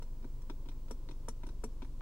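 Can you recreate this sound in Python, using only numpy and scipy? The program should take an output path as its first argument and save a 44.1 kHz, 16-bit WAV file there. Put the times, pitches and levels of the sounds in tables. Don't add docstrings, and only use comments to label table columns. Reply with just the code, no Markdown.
import sys
import numpy as np
from scipy import signal
from scipy.fft import rfft, irfft
from scipy.io import wavfile
from scipy.ndimage import uniform_filter1d

SR = 44100
rng = np.random.default_rng(int(sys.argv[2]) if len(sys.argv) > 2 else 0)


def digitize_waveform(pressure):
    field = np.atleast_2d(pressure).T
    bounded = np.clip(field, -1, 1)
    quanta = np.round(bounded * 32767).astype(np.int16)
    wavfile.write(sys.argv[1], SR, quanta)


N = 88905

# frequency in Hz, relative level in dB per Hz.
HUSH_COLOUR = [(100, -28), (160, -8.5), (260, -4), (380, -10.5), (500, -12.5), (760, -23.5), (1010, -17.5),
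               (1200, -25.5), (1800, -33.5), (4600, -32.5), (7500, -34), (9500, -37), (10600, -41.5),
               (12000, -37), (15000, -54)]
# frequency in Hz, relative level in dB per Hz.
RUMBLE_COLOUR = [(8, -13.5), (20, -6.5), (45, 5), (80, -20.5), (125, -5), (170, -26), (300, -50.5)]
# frequency in Hz, coherence from 0 to 1.
EAR_COHERENCE = [(60, .99), (130, .95), (250, .87), (1000, .65), (2500, .2), (12000, .1)]
# frequency in Hz, left minus right in dB.
NOISE_LEFT_DB = [(60, 0), (130, 1), (300, 3), (1000, 4), (4000, -0.5), (13000, -1.5)]
# time in seconds, left level in dB, right level in dB,
# phase lead of the left in radians.
WHINE_PATH = [(0, -75, -89, 2.5), (.6, -73.5, -101, -1), (.9, -73.5, -97, -13), (1.148, -81, -96, -7),
              (1.598, -78, -88, -3), (1.999, -83, -80, -2.2)]
# multiple of the firing rate, level in dB.
ENGINE_ORDERS = [(1, -41), (2, -55), (3, -60), (4, -68.5), (5, -65.5), (6, -64.5)]
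# delay in seconds, gain as a plain factor.
CABIN_ECHOES = [(.0033, .3), (.0052, 0.58), (.0088, 0.086)]
# frequency in Hz, level in dB.
CABIN_COLOUR = [(250, -16), (500, -12), (1000, -6), (4000, 0), (9000, 0)]
# frequency in Hz, time to fall 60 dB in seconds.
CABIN_DECAY = [(200, .1), (500, .07), (1400, .07), (4000, .085), (10000, .07)]
# time in seconds, relative levels of thud, knock, clack and tick in dB,
# side of its play ("near" or "far").
CONTACTS = [(0.0246, -56.5, -62.5, -63.5, -74, "near"), (0.228, -57, -69, -76, -87, "far"),
            (.2450, -49, -61, -75, -83, "far"), (.4200, -83, -74, -74, -77, "near"),
            (0.4989, -45.5, -52.5, -58, -71, "far"), (0.659, -58, -66, -73, -93, "far"),
            (0.6879, -53, -60.5, -59.5, -72.5, "far"), (0.717, -86, -67, -71, -82, "far"),
            (.8840, -64, -71, -68, -86, "near"), (0.9108, -43.5, -56, -59, -60.5, "near"),
            (1.0887, -49.5, -60, -61.5, -79, "far"), (1.1117, -56.5, -62.5, -63.5, -74, "far"),
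            (1.2857, -45.5, -50.5, -57.5, -55, "near"), (1.4352, -53, -52.5, -66.5, -77, "far"),
            (1.4677, -51.5, -60.5, -66, -66.5, "far"), (1.4904, -56.5, -61.5, -66, -71.5, "far"),
            (1.6402, -41, -52.5, -55.5, -57.5, "near"), (1.8211, -51, -54, -62.5, -82, "far"),
            (1.829, -56, -66, -66, -82, "far"), (1.8480, -66, -62, -72, -77.5, "far"),
            (2.0115, -46, -54.5, -49.5, -52.5, "near")]
BLOW_HZ = [400, 1100, 4200, 7600]
# nominal frequency in Hz, time to fall 60 dB in seconds,
# relative level struck on the near side in dB, relative level struck on the far side in dB.
RING_MODES = [(239.7, 0.11, -5.5, -18), (281.3, 0.061, -5, 2.5), (370.5, 0.024, -17, -3),
              (452.5, 0.056, -1, -9), (483.8, 0.063, -4, -9.5), (689, 0.02, -1, -5),
              (938.7, 0.013, 1.5, -0.5), (1239, 0.0082, 0, -5.5), (2416, 0.0072, -10.5, -9.5),
              (3756, 0.0023, -11, -6), (5590, 0.0089, -1, -3.5), (7490, 0.0037, -1, -10),
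              (9420, 0.0022, -2, -6.5), (10940, 0.001, -8.5, -24)]
# frequency in Hz, right minus left in dB.
KNOB_RIGHT_DB = [(300, 0), (1000, -7.5), (4000, -2), (8000, -0.5), (12000, -3)]

HUSH_DB, RUMBLE_DB = -61, -52.5
WHINE_HZ = 15625
FIRING_HZ, FIRST_FIRING_S = 23.22, 0.0028
IDLE_WANDER = 0.001
THROB_LEFT_DB = 0.7
EVEN_HZ = 150
TAIL_RISE_S = 0.0012
KNOB_DB = -13
BEFORE_S = 0.02
RIGHT_LAG_S = 0.0001
METAL_HZ = 2000
NEAR_LEAD_S, FAR_LEAD_S = 0.0028, 0.001
THUD_LAG_CYCLES, THUD_TOP_HZ = 0.6, 600
SEAT_RISE_S, RISE_CYCLES = 0.0004, 1
DETUNE, SCATTER_DB = 0.015, 0.4
CRACK_DB, CRACK_T60_S, CRACK_TOP_HZ = 1, 0.0085, 10300
SCUFF_DB, SCUFF_S, SCUFF_TOP_HZ = 3.5, 0.003, 3830
EDGE_HZ = 16000


def amp(db):
    return 10 ** (np.asarray(db) / 20)


def evened(x):
    return x / np.sqrt(np.mean(x ** 2) + 1e-20)


def read(points, hz):
    f, value = np.transpose(points)
    return np.interp(np.log(hz + 1), np.log(f + 1), value)


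def decay(t, t60):
    return np.exp(-np.log(1000) * t / t60)


def add(mix, s, sound):
    part = mix[:, max(round(s * SR), 0):][:, :sound.shape[1]]
    part += sound[:, :part.shape[1]]


def noise(colour):
    hz = np.fft.rfftfreq(N, 1 / SR)
    shared, other = np.exp(2j * np.pi * rng.random((2, len(hz))))
    same = np.clip(read(EAR_COHERENCE, hz), -1, 1)
    tilt = amp(read(NOISE_LEFT_DB, hz) / 2)
    left = shared * tilt
    right = (same * shared + np.sqrt(1 - same ** 2) * other) / tilt
    return evened(irfft(np.array([left, right]) * amp(read(colour, hz)), N))


def hush():
    return amp(HUSH_DB) * noise(HUSH_COLOUR)


def whine():
    t = np.arange(N) / SR
    s, *columns = np.transpose(WHINE_PATH)
    left_db, right_db, lead = (np.interp(t, s, column) for column in columns)
    phase = 2 * np.pi * WHINE_HZ * t + np.array([lead, -lead]) / 2
    return amp([left_db, right_db]) * np.sqrt(2) * np.sin(phase)


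def engine():
    t = np.arange(N) / SR
    wander_hz = np.geomspace(1, 8, 10)
    wander = evened(sum(np.sin(2 * np.pi * (f * t + rng.random())) for f in wander_hz))
    firings = np.cumsum(FIRING_HZ * (1 + IDLE_WANDER * wander)) / SR - FIRST_FIRING_S * FIRING_HZ
    throb = np.zeros(N)
    for order, db in ENGINE_ORDERS:
        throb -= amp(db) * np.sqrt(2) * np.cos(2 * np.pi * round(order) * firings)
    return throb * amp([[THROB_LEFT_DB], [0]]) + amp(RUMBLE_DB) * noise(RUMBLE_COLOUR)


def cabin(x):
    size = x.shape[1]
    hz, t, bands = signal.stft(rng.standard_normal((2, size)), SR, nperseg=128)
    bands = bands * decay(t, read(CABIN_DECAY, hz)[:, None])
    tail = rfft(signal.istft(bands, SR, nperseg=128)[1][:, :size], 2 * size)
    tail = tail / np.sqrt(uniform_filter1d(abs(tail) ** 2, round(2 * size * EVEN_HZ / SR)))
    colour = amp(read(CABIN_COLOUR, np.fft.rfftfreq(2 * size, 1 / SR)))
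    response = irfft(tail * colour)[:, :size]
    response *= np.minimum(np.arange(size) / SR / TAIL_RISE_S, 1)
    response[:, 0] += 1
    for delay, gain in CABIN_ECHOES:
        response[:, round(delay * SR)] += gain
    return signal.fftconvolve(x, response, axes=1)


def grit(blow, top_hz, size):
    hz = np.fft.rfftfreq(size, 1 / SR)
    colour = amp(read(blow, hz)) * (hz > BLOW_HZ[1]) / (1 + (hz / top_hz) ** 4)
    phases = np.exp(2j * np.pi * rng.random((2, len(hz))))
    return irfft(colour * phases, size) * np.sqrt(size)


def rings(t, blow, side):
    out = np.zeros(t.shape)
    lead = NEAR_LEAD_S if side == "near" else FAR_LEAD_S
    for hz, t60, near_db, far_db in RING_MODES:
        detune, scatter = rng.standard_normal(2)
        start = THUD_LAG_CYCLES / hz * (hz < THUD_TOP_HZ) - lead * (hz < METAL_HZ)
        age = np.maximum(t - start, 0)
        rise = 1 - np.exp(-age / (SEAT_RISE_S + RISE_CYCLES / hz))
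        tone = np.sin(2 * np.pi * hz * (1 + DETUNE * detune) * age)
        mode_db = near_db if side == "near" else far_db
        level_db = read(blow, hz) + mode_db + SCATTER_DB * scatter
        out += amp(level_db) * evened(rise * decay(age, t60) * tone)
    return out


def contact(levels_db, side):
    t = np.arange(SR // 4) / SR - BEFORE_S - np.array([[0], [RIGHT_LAG_S]])
    size = t.shape[1]
    blow = list(zip(BLOW_HZ, levels_db))
    crack = evened((t > 0) * decay(abs(t), CRACK_T60_S))
    scuff = evened(np.exp(-abs(t) / SCUFF_S))
    out = amp(CRACK_DB) * crack * grit(blow, CRACK_TOP_HZ, size)
    out += amp(SCUFF_DB) * scuff * grit(blow, SCUFF_TOP_HZ, size)
    return out + rings(t, blow, side)


def knob():
    out = np.zeros((2, 2 * N))
    for s, *levels_db, side in CONTACTS:
        add(out, s - BEFORE_S, cabin(contact(levels_db, side)))
    tilt = amp(read(KNOB_RIGHT_DB, np.fft.rfftfreq(2 * N, 1 / SR)))
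    out[1] = irfft(rfft(out[1]) * tilt)
    return amp(KNOB_DB) * out[:, :N]


def scene():
    return hush() + whine() + engine() + knob()


def record(dry):
    low_pass = signal.firwin(511, EDGE_HZ, window=("kaiser", 9), fs=SR)
    return signal.oaconvolve(dry, low_pass[None], "same")


dry = scene()
out = record(dry)
digitize_waveform(out)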